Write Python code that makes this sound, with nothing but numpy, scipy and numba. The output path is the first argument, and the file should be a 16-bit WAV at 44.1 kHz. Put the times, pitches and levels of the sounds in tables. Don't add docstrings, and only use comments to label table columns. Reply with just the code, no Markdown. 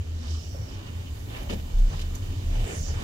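import sys
import numpy as np
from scipy import signal
from scipy.fft import rfft, irfft
from scipy.io import wavfile
from scipy.ndimage import uniform_filter1d
from numba import njit

SR = 44100
rng = np.random.default_rng(int(sys.argv[2]) if len(sys.argv) > 2 else 0)


def gain_from_db(level_db):
    decades = np.asarray(level_db, float) / 20
    return 10 ** decades


def digitize_waveform(pressure):
    field = np.atleast_2d(pressure).T
    bounded = np.clip(field, -1, 1)
    quanta = np.round(bounded * 32767).astype(np.int16)
    wavfile.write(sys.argv[1], SR, quanta)


N = 133623
GRIT_DB = 2.5


def unit(x):
    return x / np.sqrt(np.mean(x ** 2))


def at_hz(table, hz):
    a = np.array(table, float)
    return np.interp(np.log(np.maximum(hz, 1)), np.log(np.maximum(a[:, 0], 1)), a[:, 1])


def curve(table, column):
    a = np.array(table, float)
    return np.interp(np.arange(N) / SR, a[:, 0], a[:, column])


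@njit
def svf(x, hz, width_hz):
    y, band_state, low_state = np.empty(len(x)), 0., 0.
    for i in range(len(x)):
        g = np.tan(np.pi * hz[i] / SR)
        k = width_hz[i] / hz[i]
        v = (band_state + g * (x[i] - low_state)) / (1 + g * (g + k))
        band_state = 2 * v - band_state
        low_state = low_state + 2 * g * v
        y[i] = k * v
    return y


def band(x, hz, width_hz):
    hz = np.clip(hz + np.zeros(x.shape[1]), 10, .45 * SR)
    width_hz = np.maximum(width_hz + np.zeros(x.shape[1]), 2)
    return np.array([svf(svf(row, hz, width_hz), hz, width_hz) for row in x])


def walk(rate_hz):
    hold = int(SR / rate_hz)
    steps = np.repeat(rng.standard_normal(N // hold + 1), hold)
    return 1.52 * uniform_filter1d(uniform_filter1d(steps, hold), hold)[:N]


def fibres(grit_db):
    return rng.standard_normal((2, N)) * gain_from_db(grit_db * rng.exponential(size=N))


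def coloured(x, table, shared_db, flicker_db):
    hz, out = np.fft.rfftfreq(N, 1 / SR), 0
    spec = rfft(x) * gain_from_db(at_hz(table, hz)) * (hz > table[0][0])
    for centre_oct in np.arange(7, 14.5, .5):
        share = np.clip(1 - 2 * np.abs(np.log2(hz + 1) - centre_oct), 0, 1)
        out = out + irfft(spec * share, N) * gain_from_db(shared_db + flicker_db * walk(8.99))
    return unit(out)


def swell(start_s, length_s, rise, fall):
    u = (np.arange(N) / SR - start_s) / length_s
    return np.sin(np.pi / 2 * np.clip(np.minimum(u / rise, (1 - u) / fall), 0, 1)) ** 2


def ring(start_s, hz, t60_s, rise_s):
    t = np.maximum(np.arange(N) / SR - start_s, 0)
    decay = np.exp(-np.log(1000) * t / t60_s)
    return np.sin(2 * np.pi * hz * t) * decay * (1 - np.exp(-t / rise_s))


def drone():
    # [centre t/s, length/s, level/dB, f/Hz]
    strand_throbs = [(.01, 0.061, -25.5, 84), (0.167, 0.28, -29.5, 81.1), (0.338, .22, -27.5, 78.8),
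                     (0.488, 0.084, -31, 81.06), (0.63, 0.096, -31.5, 104), (0.634, 0.16, -36, 78),
                     (0.795, 0.19, -39, 96), (1.01, 0.2, -35, 88.1), (1.126, 0.17, -36, 75),
                     (1.242, 0.15, -38, 81.8), (1.537, 0.26, -34, 76.14), (1.648, 0.13, -35, 76.5),
                     (1.813, 0.15, -34, 91.74), (1.922, 0.056, -27.5, 84), (2.07, 0.43, -34, 79.27),
                     (2.215, 0.099, -31, 92.46), (2.314, 0.069, -30, 84), (2.39, 0.088, -28.5, 91.2),
                     (2.502, 0.21, -30.5, 79), (2.598, 0.085, -31.5, 108), (2.645, 0.058, -30, 79.8),
                     (2.808, 0.095, -31, 77.5), (2.914, 0.081, -25.5, 77.5), (2.976, 0.063, -28, 87.5),
                     (0.542, 0.047, -33, 85.3), (0.332, 0.069, -48, 147.6), (0.614, 0.089, -43, 143.2),
                     (1.545, .06, -45.5, 149.3), (1.942, 0.098, -40.5, 146), (2.569, 0.081, -40.5, 147),
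                     (2.814, 0.094, -42, 150), (2.944, 0.075, -41, 140.3), (0.238, .1, -45.5, 244),
                     (2.835, .05, -47, 274), (1.684, 0.064, -37, 40)]
    # [f/Hz, width/Hz, level/dB]
    air_modes = [(34, 27, -45.5), (53.9, 18.5, -44), (84, 13, -42.5), (109.3, 16.4, -43.5),
                 (145.6, 21, -52.5), (190, 21.6, -54), (221.9, 15.3, -55.5), (270.4, 16.3, -53),
                 (333, 36, -58.5), (404.6, 28, -66)]
    t, push = np.arange(N) / SR, rng.standard_normal((2, N))
    out = 0
    for centre_s, length_s, db, hz in strand_throbs:
        envelope = swell(centre_s - length_s / 2, length_s, 0.26, 0.46)
        phase_rad = rng.uniform(0, 2 * np.pi)
        out = out + np.sqrt(2) * gain_from_db(db) * envelope * np.sin(2 * np.pi * hz * t + phase_rad)
    climb_db = 1.5 * (t - 1.5)
    for hz, width_hz, db in air_modes:
        out = out + gain_from_db(db + climb_db + 1.45 * walk(6.67)) * unit(band(push, hz, width_hz))
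    return out


def booms():
    # [start t/s, length/s, level/dB, f/Hz]
    jolts = [(0.106, 0.18, -41, 34), (1.002, 0.34, -47, 31), (1.371, 0.073, -37, 36),
             (1.473, 0.12, -34, 34), (1.722, 0.19, -19.5, 31.7), (1.786, 0.07, -26.5, 32),
             (1.935, 0.26, -31.5, 31.6), (0.452, .12, -44, 32), (1.6, 0.1, -39, 30),
             (2.197, .17, -34, 28.2), (2.429, .25, -25, 31.8), (2.801, 0.1, -34, 32.3),
             (2.886, 0.13, -32, 34)]
    t, sway, out = np.arange(N) / SR, gain_from_db(.8 * walk(14)), 0
    for start_s, length_s, db, hz in jolts:
        envelope = swell(start_s, length_s, 0.17, 0.21) * sway
        out = out - np.sqrt(2) * gain_from_db(db) * envelope * np.sin(2 * np.pi * hz * (t - start_s))
    return out


def rustle():
    # [t/s, level/dB]
    stir = [(0, -55.5), (.32, -54), (.46, -52.5), (.6, -52.5), (.85, -51.5), (.97, -52.5), (1.25, -53),
            (1.37, -45), (1.47, -50), (1.6, -55), (1.88, -54), (1.95, -49.5), (2.34, -52.5), (2.52, -50),
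            (2.57, -46.5), (2.7, -43.5), (2.85, -51), (2.98, -46)]
    # [f/Hz, density/dB per Hz]
    cloth = [(120, -14), (200, -8), (377, -3.5), (404, -2.5), (735, -7.5), (1070, -10), (1400, -12),
             (3100, -16.5), (12000, -31), (15600, -84), (22000, -120)]
    shared_db = 1.2 * walk(24.71)
    return coloured(fibres(GRIT_DB), cloth, shared_db, flicker_db=1.5) * gain_from_db(curve(stir, 1) + 5)


def creases():
    # [start t/s, length/s, level/dB, centre f/Hz, width/Hz]
    crumples = [(1.053, .03, -54.5, 2900, 1100), (1.285, 0.051, -54, 3340, 1000),
                (1.356, 0.019, -48, 1600, 3000), (1.422, .012, -50, 7900, 12000),
                (1.484, 0.047, -40, 1400, 4900), (1.49, 0.014, -41.5, 770, 820),
                (.85, 0.044, -56, 3000, 1200), (0.31, 0.074, -54, 1240, 370), (2.95, .04, -46.5, 1030, 580),
                (2.755, .025, -54, 9100, 1400), (.52, 0.083, -47.5, 550, 270), (2.54, 0.025, -42, 740, 620),
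                (2.865, .03, -44, 530, 500), (1.492, 0.043, -55, 6500, 9100), (1.487, 0.05, -35, 270, 350),
                (0.21, 0.13, -55.5, 3300, 1600), (2.55, 0.1, -69, 2920, 1200),
                (2.657, 0.14, -52.5, 9200, 3900), (1.507, 0.043, -43, 480, 510),
                (1.769, 0.029, -51, 2700, 9300), (1.893, 0.052, -46, 706, 900),
                (1.983, 0.036, -45, 4060, 7400), (2.138, 0.032, -48.5, 6500, 3000),
                (1.25, .06, -47, 310, 200), (1.43, 0.056, -50, 650, 180), (1.09, 0.13, -60, 10800, 5000),
                (2.147, 0.01, -46, 9100, 14000), (2.94, 0.047, -50.5, 1700, 1900)]
    x, rag, out = fibres(2.3), gain_from_db(2.5 * walk(150)), 0
    for start_s, length_s, db, hz, width_hz in crumples:
        envelope = swell(start_s, 1.84 * length_s, .3, 0.73)
        out = out + gain_from_db(db) * unit(band(x, hz, width_hz)) * envelope
    return rag * out


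def swishes():
    # [t/s, level/dB, centre f/Hz, width/Hz]
    sleeves = [
        [(.15, -64, 5000, 3000), (.24, -57, 4930, 4000), (.3, -50, 4960, 4000), (.37, -51.5, 5300, 3500),
         (.44, -53, 5300, 3000), (.6, -65, 5040, 2000), (.75, -58, 5000, 2000)],
        [(.15, -66, 5580, 400), (.2, -59, 5450, 400), (.35, -51.5, 5460, 450), (.5, -55, 5600, 350),
         (.68, -54.5, 5500, 400), (.78, -63, 5600, 500)],
        [(2.68, -62, 7000, 900), (2.72, -49, 6900, 900), (2.78, -53, 6700, 900), (2.84, -49, 7100, 1100),
         (2.91, -52, 6840, 900), (2.95, -60, 6800, 900)],
        [(2.6, -59, 8460, 3020), (2.69, -50, 7700, 3000), (2.76, -45, 6700, 3500), (2.82, -45, 5950, 2800),
         (2.87, -39.5, 5670, 1910), (2.92, -45.5, 5400, 1800), (2.95, -53, 5500, 1530), (3.0, -77, 5000, 1500)],
    ]
    out, t = 0, np.arange(N) / SR
    for rows in sleeves:
        hz = curve(rows, 2) * (1 + 0.016 * walk(40))
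        slide = unit(band(fibres(GRIT_DB), hz, curve(rows, 3)))
        level_db = curve(rows, 1) - 0.5 * walk(60)
        out = out + slide * gain_from_db(level_db) * (t > rows[0][0]) * (t < rows[-1][0])
    return out


def knock():
    # [f/Hz, level/dB, t60/s]
    panel = [(186, -31.5, 0.46), (219.6, -30.5, 0.22), (272, -39, .2), (348, -39, 0.164), (433, -45, 0.1),
             (576, -30.5, 0.095), (645, -41, 0.1)]
    start_s, rise_s, out = 1.497, .004, 0
    for hz, db, t60_s in panel:
        second = ring(start_s + .02, 1.01 * hz, t60_s, rise_s)
        out = out + gain_from_db(db) * (ring(start_s, hz, t60_s, rise_s) + 1.22 * second)
    return out


def ticks():
    # [t/s, peak/dB, ring f/Hz]
    clicks = [(0.861, -40, 2560), (1.069, -39, 2820), (1.3493, -27, 2700), (1.492, -30, 2870),
              (1.4975, -25, 2720), (1.994, -28, 2620), (.0745, -46, 12300), (1.4311, -41, 11800),
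              (2.1525, -42, 11500), (2.152, -36, 15050), (2.152, -38, 6600)]
    t60_s, rise_s, out = .007, .0005, 0
    for start_s, db, hz in clicks:
        lower = ring(start_s, 0.75 * hz, t60_s, rise_s)
        out = out + gain_from_db(db + 2) * (ring(start_s, hz, t60_s, rise_s) + 0.63 * lower)
    return out


def cabin(x):
    t60_s, tail_db = .07, -7
    t = np.arange(SR // 4) / SR
    tail = rng.standard_normal((2, len(t))) * np.exp(-np.log(1000) * t / t60_s)
    tail = signal.sosfilt(signal.butter(2, 1500, "high", fs=SR, output="sos"), tail)
    tail = tail / np.sqrt(np.sum(tail ** 2, axis=1, keepdims=True))
    wet = gain_from_db(tail_db) * signal.fftconvolve(x, tail, axes=1)[:, :N]
    return (x + wet) / np.sqrt(1 + gain_from_db(2 * tail_db))


def floor():
    # [f/Hz, density/dB per Hz]
    floor_colour = [(150, 1), (264, -7), (589, -24), (1560, -28), (2870, -23.5), (7040, -20), (9440, -27.5),
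                    (16000, -47)]
    level_db = -52 + 1.75 * (np.arange(N) / SR - 1.0)
    return coloured(rng.standard_normal((2, N)), floor_colour, 0, 1.0) * gain_from_db(level_db)


def hiss():
    t = np.arange(N) / SR
    high_pass = signal.butter(4, 10800, "high", fs=SR, output="sos")
    treble = signal.sosfilt(high_pass, rng.standard_normal((2, N)))
    creep_db = -7 * np.exp(-t / .5)
    return treble * gain_from_db(-54.5 + creep_db + 1.3 * walk(5) + .7 * walk(20))


def scene():
    # [f/Hz, correlation/1]
    alike = [(40, .993), (70, .998), (150, .96), (290, .7), (640, -.25), (1410, -.45), (3100, -.08),
             (6820, 0)]
    # [f/Hz, left-right/dB]
    tilt = [(100, -1.2), (300, 2), (700, -3.5), (1290, -1), (3300, -5), (3900, -9.5), (8800, -9.5),
            (10800, 0)]
    # [f/Hz, gain/dB]
    body = [(2300, 0), (2850, 5.5), (3200, 3.5), (3700, -0.5), (7900, -2), (8350, -6.5), (9900, -4),
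            (11500, -1.5)]
    close = rustle() + creases() + swishes() + ticks() + knock() + floor()
    a, b = rfft(drone() + booms() + cabin(close))
    hz = np.fft.rfftfreq(N, 1 / SR)
    likeness = np.clip(at_hz(alike, hz), -1, 1)
    mid, side = a * np.sqrt((1 + likeness) / 2), b * np.sqrt((1 - likeness) / 2)
    lean = gain_from_db(at_hz(tilt, hz) / 2)
    late = np.exp(-1j * (2 * np.pi * hz * .0002 + .09) * (hz < 300))
    pair = np.array([(mid + side) * lean * late, (mid - side) / lean])
    return irfft(pair * gain_from_db(at_hz(body, hz)), N) + hiss()


def low_pass(x):
    return signal.sosfilt(signal.butter(12, 15790, fs=SR, output="sos"), x)


def record(dry):
    cut = irfft(rfft(dry) * (np.fft.rfftfreq(N, 1 / SR) < 15790), N)
    return low_pass(cut)


dry = scene()
out = record(dry)
digitize_waveform(out)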